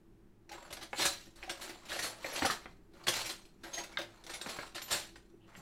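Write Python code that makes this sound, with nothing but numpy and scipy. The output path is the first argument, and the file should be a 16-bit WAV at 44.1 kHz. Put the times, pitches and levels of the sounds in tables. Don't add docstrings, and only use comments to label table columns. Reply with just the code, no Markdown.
import sys
import numpy as np
from scipy import signal
from scipy.fft import rfft, irfft, next_fast_len
from scipy.io import wavfile
from scipy.ndimage import uniform_filter1d, map_coordinates

SR = 44100
rng = np.random.default_rng(int(sys.argv[2]) if len(sys.argv) > 2 else 0)


def gain_from_decibels(decibels):
    exponent = np.asarray(decibels, float) / 20
    return 10 ** exponent


def wav_out(sig):
    wavfile.write(sys.argv[1], SR, np.round(np.clip(np.atleast_2d(sig).T, -1, 1) * 32767).astype(np.int16))


N = 247779

GLASS_HZ = [4036, 4140, 4245, 4435, 5810, 6465, 7130, 7255, 7480, 7840, 8500, 9120, 10345, 10950, 11250,
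            12140, 13410, 14260]


def unit(x):
    return x / np.sqrt(np.mean(x ** 2, axis=-1, keepdims=True) + 1e-20)


def peak(x):
    return x / np.abs(x).max(axis=1, keepdims=True)


def fade(t, t60, rise):
    return gain_from_decibels(-60 * t / t60) * (1 - np.exp(-t / rise)) ** 2


def filtered(x, response):
    m = next_fast_len(x.shape[-1] + 8192)
    spectrum = rfft(x, m) * response(np.fft.rfftfreq(m, 1 / SR))
    return irfft(spectrum, m)[..., :x.shape[-1]]


def along(points, hz):
    f, v = np.transpose(points)
    return np.interp(np.log(hz + 1), np.log(f + 1), v)


def coloured(x, spectrum):
    return unit(filtered(x, lambda hz: gain_from_decibels(along(spectrum, hz))))


def resonances(peaks):
    def response(f):
        total = 0
        for k, (centre, width, db) in enumerate(peaks):
            damping = 1j * f * width
            total = total + (-1) ** k * gain_from_decibels(db) * damping / (centre * centre - f * f + damping)
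        return total
    return response


def wobble(rate):
    points = rng.standard_normal(int(N * rate / SR) + 4)
    return map_coordinates(points, [np.arange(N) * rate / SR])


def patchy(x, depth_db):
    z = signal.stft(x, nperseg=256)[2]
    field = uniform_filter1d(rng.standard_normal(z.shape), size=3, axis=-2)
    field = uniform_filter1d(field, size=7, axis=-1)
    uneven = signal.istft(z * gain_from_decibels(depth_db * field / field.std()), nperseg=256)[1]
    return unit(uneven[..., :x.shape[-1]])


def placed(times, sounds):
    starts = np.round(np.asarray(times) * SR).astype(int)
    at = starts[:, None] + np.arange(sounds.shape[1])
    return np.bincount(at.ravel(), sounds.ravel(), N + SR)[:N]


def grains(count, hz, cycles):
    when, pitch, size = rng.random((count, 3)).T[:, :, None]
    hz = hz * 4 ** (pitch - .5)
    t = np.arange(SR // 40) / SR
    level = gain_from_decibels(-15 * np.log10(size + .12))
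    sound = level * fade(t, cycles / hz, .5 / hz) * np.sin(2 * np.pi * hz * t)
    return unit(placed(when[:, 0] * N / SR, sound))


def background():
    # pitch in Hz, relative level in dB.
    air_colour = [(20, 3.5), (56, -9), (85, -37.5), (176, -5), (290, -11.5), (400, -9.5), (490, -22),
                  (1500, -29.5), (4000, -40.5), (15700, -46)]
    # pitch in Hz, width in Hz, rms level in dB.
    hum_tones = [(50, 4.8, -70), (111.3, 7.4, -70.5), (334.2, 3.6, -68.5)]
    hum = 0
    for hz, width, db in hum_tones:
        tone = filtered(rng.standard_normal(N), resonances([(hz, width, 0)]))
        hum = hum + gain_from_decibels(db) * unit(tone)
    air_db = -62 + wobble(4.0)
    return gain_from_decibels(air_db) * coloured(rng.standard_normal(N), air_colour) + hum


def slaps():
    # start in seconds, level in dB (of all but the thud),
    # spray in dB over that level before a shared trim, contact time in ms before limiting.
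    slap_table = [(0.492, -41, -23, 1.4), (0.513, -35.5, -19.5, 8.3), (0.704, -35, -11, 2.4),
                  (0.726, -29.5, -1.5, 1.1), (0.767, -34.5, -17, 2.8), (0.808, -35.5, -19, 8.7),
                  (0.826, -32.5, -6, 1.3), (0.977, -20.5, -16, 24), (1.012, -21.5, -11, 11.5),
                  (1.051, -14.5, -4, 3.05), (1.268, -53.5, -35, 0.58), (1.356, -48, -0.5, 2.1),
                  (1.43, -38, -24.5, 4.3), (1.493, -23, -12.5, 3.5), (1.605, -33, -8, 15),
                  (1.691, -36, -31, 4), (1.852, -39.5, -8.5, 2.6), (1.882, -31, -13, 18),
                  (1.917, -31.5, -14, 42), (1.99, -23.5, -4.5, 1.3), (2.018, -29, -3, 14),
                  (2.357, -25, -11, 4.1), (2.42, -25.5, -29.5, 8.5), (2.449, -20, -8.5, 4.8),
                  (2.5, -24, -8.5, 5.3), (2.933, -52.5, -30.5, 3.8), (3.003, -57, -16.5, 2),
                  (3.038, -40, -15, 1.2), (3.067, -19, -10.5, 2.7), (3.08, -14, -6.5, 3),
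                  (3.255, -34, 2.5, 3.7), (3.289, -26.5, -10, 7.9), (3.452, -44.5, -8.5, 0.82),
                  (3.632, -36.5, -28, 8.2), (3.729, -32, -11, 12), (3.778, -27, -13.5, 5.4),
                  (3.835, -32.5, -6, 1.5), (3.983, -30.5, -28.5, 4.4), (4.014, -30, -15.5, 2.1),
                  (4.238, -41, -4, 0.75), (4.265, -31.5, -9.5, 0.74), (4.292, -30.5, -13, 7.9),
                  (4.334, -28.5, -9, 5.4), (4.413, -27, -6, 0.66), (4.483, -29.5, -11, 9),
                  (4.666, -56, -27.5, 1.3), (4.745, -29, -12, 9.1), (4.817, -28, -5.5, 1.1),
                  (4.903, -19.5, -8.5, 16.3), (5.156, -41.5, -13, 2.2), (5.556, -55.5, 1.5, 13)]
    # pitch in Hz, width in Hz, relative level in dB.
    board_tones = [(341.6, 30.5, 9), (555, 39.5, 6), (747, 180, 1), (1256, 110, -3), (1512, 640, -5)]
    # pitch in Hz, relative level in dB.
    splash_colour = [(500, -20.5), (1600, -4), (2700, -5.5), (4100, -2.5), (7000, -15), (16000, -36.5)]
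    spray_colour = [(4000, -2), (6500, -0.5), (11000, -5), (16000, -16.5)]
    s, db, spray_db, contact_ms = np.transpose(slap_table)[:, :, None]
    t = np.arange(SR // 4) / SR
    contact = np.clip(contact_ms, .2, 30) / 1000
    noise = patchy(rng.standard_normal((len(s), 3, len(t))), depth_db=3.3)

    burst = peak(fade(t, 0.053 + 12 * contact, 0.47 * contact))
    splash = gain_from_decibels(-14.5) * burst * coloured(noise[:, 0], splash_colour)
    spray_rise = 1 - np.exp(-t / 0.0047)
    spray = gain_from_decibels(spray_db - 7.5) * burst * spray_rise * coloured(noise[:, 1], spray_colour)

    thud_db = -44.5 + 0.97 * (db - db.mean()) - 0.67 * (spray_db - spray_db.mean())
    thud = gain_from_decibels(thud_db) * peak(filtered(burst * noise[:, 2], resonances(board_tones)))

    strength_db = 7 + 3.5 * rng.standard_normal((len(s), len(GLASS_HZ), 1))
    glass = resonances([(hz, 24, strength_db[:, k]) for k, hz in enumerate(GLASS_HZ)])
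    ring = filtered(spray, glass)
    return placed(s[:, 0], gain_from_decibels(db) * (splash + spray + ring) + thud)


def kitchen(x):
    # pitch in Hz, time to fall 60 dB in seconds.
    tail_times = [(2000, 0.26), (12000, 0.22)]
    block = SR // 4
    pieces = np.pad(x, (0, -N % block)).reshape(-1, block)
    noise = rng.standard_normal((len(pieces), SR // 2))
    hz, t, z = signal.stft(noise, SR, nperseg=256)
    decay = gain_from_decibels(-60 * t / along(tail_times, hz)[:, None])
    tail = signal.istft(z * decay, SR, nperseg=256)[1][:, :SR // 2]
    tail = tail / np.linalg.norm(tail, axis=1, keepdims=True)
    wet = signal.fftconvolve(pieces, tail, axes=1)
    return placed(np.arange(len(pieces)) * block / SR + .004, wet)


def plips():
    # start in seconds, pitch in Hz, peak level in dB.
    plip_table = [(.511, 833, -47.5), (.578, 960, -48.5), (1.476, 760, -45), (3.774, 702, -41),
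                  (3.778, 1970, -34.5), (3.806, 968, -44.5), (3.938, 2220, -51)]
    s, hz, db = np.transpose(plip_table)[:, :, None]
    t = np.arange(SR // 8) / SR
    cycles = 94
    tone = fade(t, cycles / hz, 0.0013) * np.sin(2 * np.pi * hz * t)
    return placed(s[:, 0], gain_from_decibels(db) * peak(tone))


def strokes():
    # start in seconds, length in seconds, slosh level at the start in dB,
    # hiss over slosh in dB, swell in dB per second.
    stroke_table = [(0.531, 0.19, -64.5, -7, 19), (0.982, 0.11, -66.5, 18.5, 0),
                    (1.396, 0.32, -62.5, -3.5, 20.5), (1.922, 0.14, -48.5, -4.5, -9),
                    (2.247, 0.22, -52, -1.5, 27), (2.973, 0.036, -64, -9, 14),
                    (3.149, 0.059, -49.5, 6.5, -11), (3.671, 0.53, -60.5, -4, -18),
                    (4.281, 0.12, -61.5, -19, -6.5), (4.468, 0.15, -56.5, 0, 7),
                    (4.908, 0.049, -54.5, 5, 34.5), (5.485, 0.11, -67, -11, 23)]
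    # pitch in Hz, relative level in dB.
    slosh_colour = [(60, -19), (200, -10), (600, 1.5), (2000, -5), (9000, -30)]
    hiss_colour = [(1000, -12), (4000, -2.5), (8000, -12), (16000, -25)]
    rise_db_per_s, fall_db_per_s = 292, 123.5
    start, length, db, hiss_db, swell = np.transpose(stroke_table)[:, :, None]
    t = np.arange(N) / SR - start
    held_db = db + swell * np.clip(t, 0, length)
    edge_db = rise_db_per_s * np.minimum(t, 0) - fall_db_per_s * np.maximum(t - length, 0)
    slosh_level = gain_from_decibels(held_db + edge_db).sum(axis=0)
    hiss_level = gain_from_decibels(held_db + hiss_db + edge_db).sum(axis=0)
    lumps = gain_from_decibels(1.2 * wobble(35) + 3 * wobble(150))

    slosh, hiss = patchy(rng.standard_normal((2, N)), depth_db=2.8)
    froth = gain_from_decibels(-3) * grains(count=1600, hz=1086, cycles=11.6)
    slosh = slosh_level * lumps * (coloured(slosh, slosh_colour) + froth)
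    ticks = gain_from_decibels(-8.5) * grains(count=2500, hz=3590, cycles=3.2)
    hiss = hiss_level * lumps * (coloured(hiss, hiss_colour) + ticks)

    glints = 0
    for hz in GLASS_HZ:
        drive = gain_from_decibels(6 * wobble(20)) * hz / GLASS_HZ[-1]
        glints = glints + filtered(hiss * drive, resonances([(hz, 40, 9)]))
    return slosh + hiss + glints


def chimes():
    # start in seconds, pitch in Hz (the nearest glass tone is used),
    # level in dB before the roughening and fade.
    chime_table = [(.54, 7480, -57), (.98, 7840, -40.5), (1.014, 4140, -32), (1.053, 4036, -35),
                   (1.057, 4245, -41.5), (2.02, 4435, -39.5), (2.325, 11250, -43), (2.405, 5810, -46),
                   (3.13, 7130, -51.5), (3.731, 6465, -36.5), (4.49, 10345, -57), (4.818, 7255, -45.5),
                   (4.818, 12140, -47), (5.558, 7480, -59.5)]
    s, hz, db = np.transpose(chime_table)[:, :, None]
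    t = np.arange(SR // 2) / SR
    modes = np.array(GLASS_HZ)
    hz = modes[np.abs(hz - modes).argmin(axis=1), None]
    lapping = uniform_filter1d(rng.standard_normal((len(s), len(t))), size=400, axis=-1)
    level = gain_from_decibels(db + 2.9 * unit(lapping))
    ring = fade(t, 0.23, 0.0028) * np.sin(2 * np.pi * hz * t)
    return placed(s[:, 0], level * ring)


def knocks():
    # start in seconds, peak level in dB, low tone in Hz,
    # high tone in Hz, width as a share of the pitch.
    knock_table = [(0.931, -24, 766, 1910, 0.53), (.997, -24, 900, 2130, 0.4),
                   (1.048, -32.5, 606, 1640, 0.082), (1.429, -32, 2270, 2570, 0.13),
                   (1.919, -28, 1670, 3440, 0.15), (2.245, -27.5, 616, 2100, 0.18),
                   (2.329, -35.5, 546, 2080, 0.15), (2.422, -17, 600, 1610, 0.65),
                   (2.449, -20, 760, 1450, 0.26), (2.465, -21.5, 1250, 3540, 0.14),
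                   (2.5, -21, 1280, 1670, 0.17), (2.658, -31, 613, 1770, 1),
                   (3.973, -22.5, 1580, 3480, 0.091), (3.972, -25, 2120, 3770, 0.063),
                   (4.462, -27.5, 557, 1720, 0.65), (4.588, -27, 476, 1600, 0.62),
                   (4.631, -36, 1130, 1570, .4), (4.782, -30, 2070, 3520, 0.44),
                   (5.159, -45, 1540, 1950, 0.12), (5.552, -40, 2040, 2850, 0.22)]
    s, db, low_hz, high_hz, width = np.transpose(knock_table)[:, :, None]
    t = np.arange(SR // 8) / SR
    push, first_touch = 1, 8.2
    chatter = rng.standard_normal((len(s), len(t)))
    contacts = fade(t, 0.042, 0.00053) * (chatter + push)
    contacts[:, 0] += first_touch
    contacts = uniform_filter1d(contacts, size=7)
    low_tone = resonances([(low_hz, width * low_hz, 0)])
    high_tone = resonances([(high_hz, width * high_hz, 0)])

    def brush_head(hz):
        no_sharp_edge = 1 / (1 + 1j * hz / high_hz) ** 2
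        no_boom = 2j * hz / (low_hz / 2 + 2j * hz)
        return (low_tone(hz) + high_tone(hz)) * no_sharp_edge * no_boom

    return placed(s[:, 0], gain_from_decibels(db) * peak(filtered(contacts, brush_head)))


def bumps():
    # start in seconds, peak level in dB, pitch in Hz.
    bump_table = [(1.031, -51, 58), (2.42, -43, 113), (2.447, -33, 220), (2.491, -46, 142),
                  (3.07, -41, 348), (4.461, -44, 197), (5.335, -50, 318), (5.572, -47, 170)]
    s, db, hz = np.transpose(bump_table)[:, :, None]
    t = np.arange(SR // 4) / SR
    shove = fade(t, 0.031, 0.0023) * rng.standard_normal((len(s), len(t)))
    tone = resonances([(hz, 0.3 * hz, 0)])
    thump = filtered(shove, lambda f: tone(f) ** 2)
    return placed(s[:, 0], gain_from_decibels(db) * peak(thump))


def squeak():
    # start in seconds, length in seconds, pitch in Hz,
    # width in Hz of one filter pass (there are two), rms level in dB before the swell and fade.
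    squeak_row = (5.395, .085, 2900, 500, -73)
    start, length, hz, width, db = squeak_row
    t = np.arange(SR // 4) / SR
    tone = resonances([(hz, width, 0)])
    rub = unit(filtered(rng.standard_normal(len(t)), lambda f: tone(f) ** 2))
    swell = np.sin(np.pi * np.clip(t / length, 0, 1))
    return placed([start], (gain_from_decibels(db) * rub * swell)[None])


def scene():
    bowl = slaps() + plips() + strokes() + chimes() + knocks() + bumps() + squeak()
    return (background() + bowl + gain_from_decibels(-5.5) * kitchen(bowl))[None]


def top_cut(x):
    return signal.sosfilt(signal.butter(12, 15850, fs=SR, output="sos"), x)


def record(dry):
    mix = filtered(dry, lambda hz: hz < 15850)
    return top_cut(mix)


dry = scene()
out = record(dry)
wav_out(out)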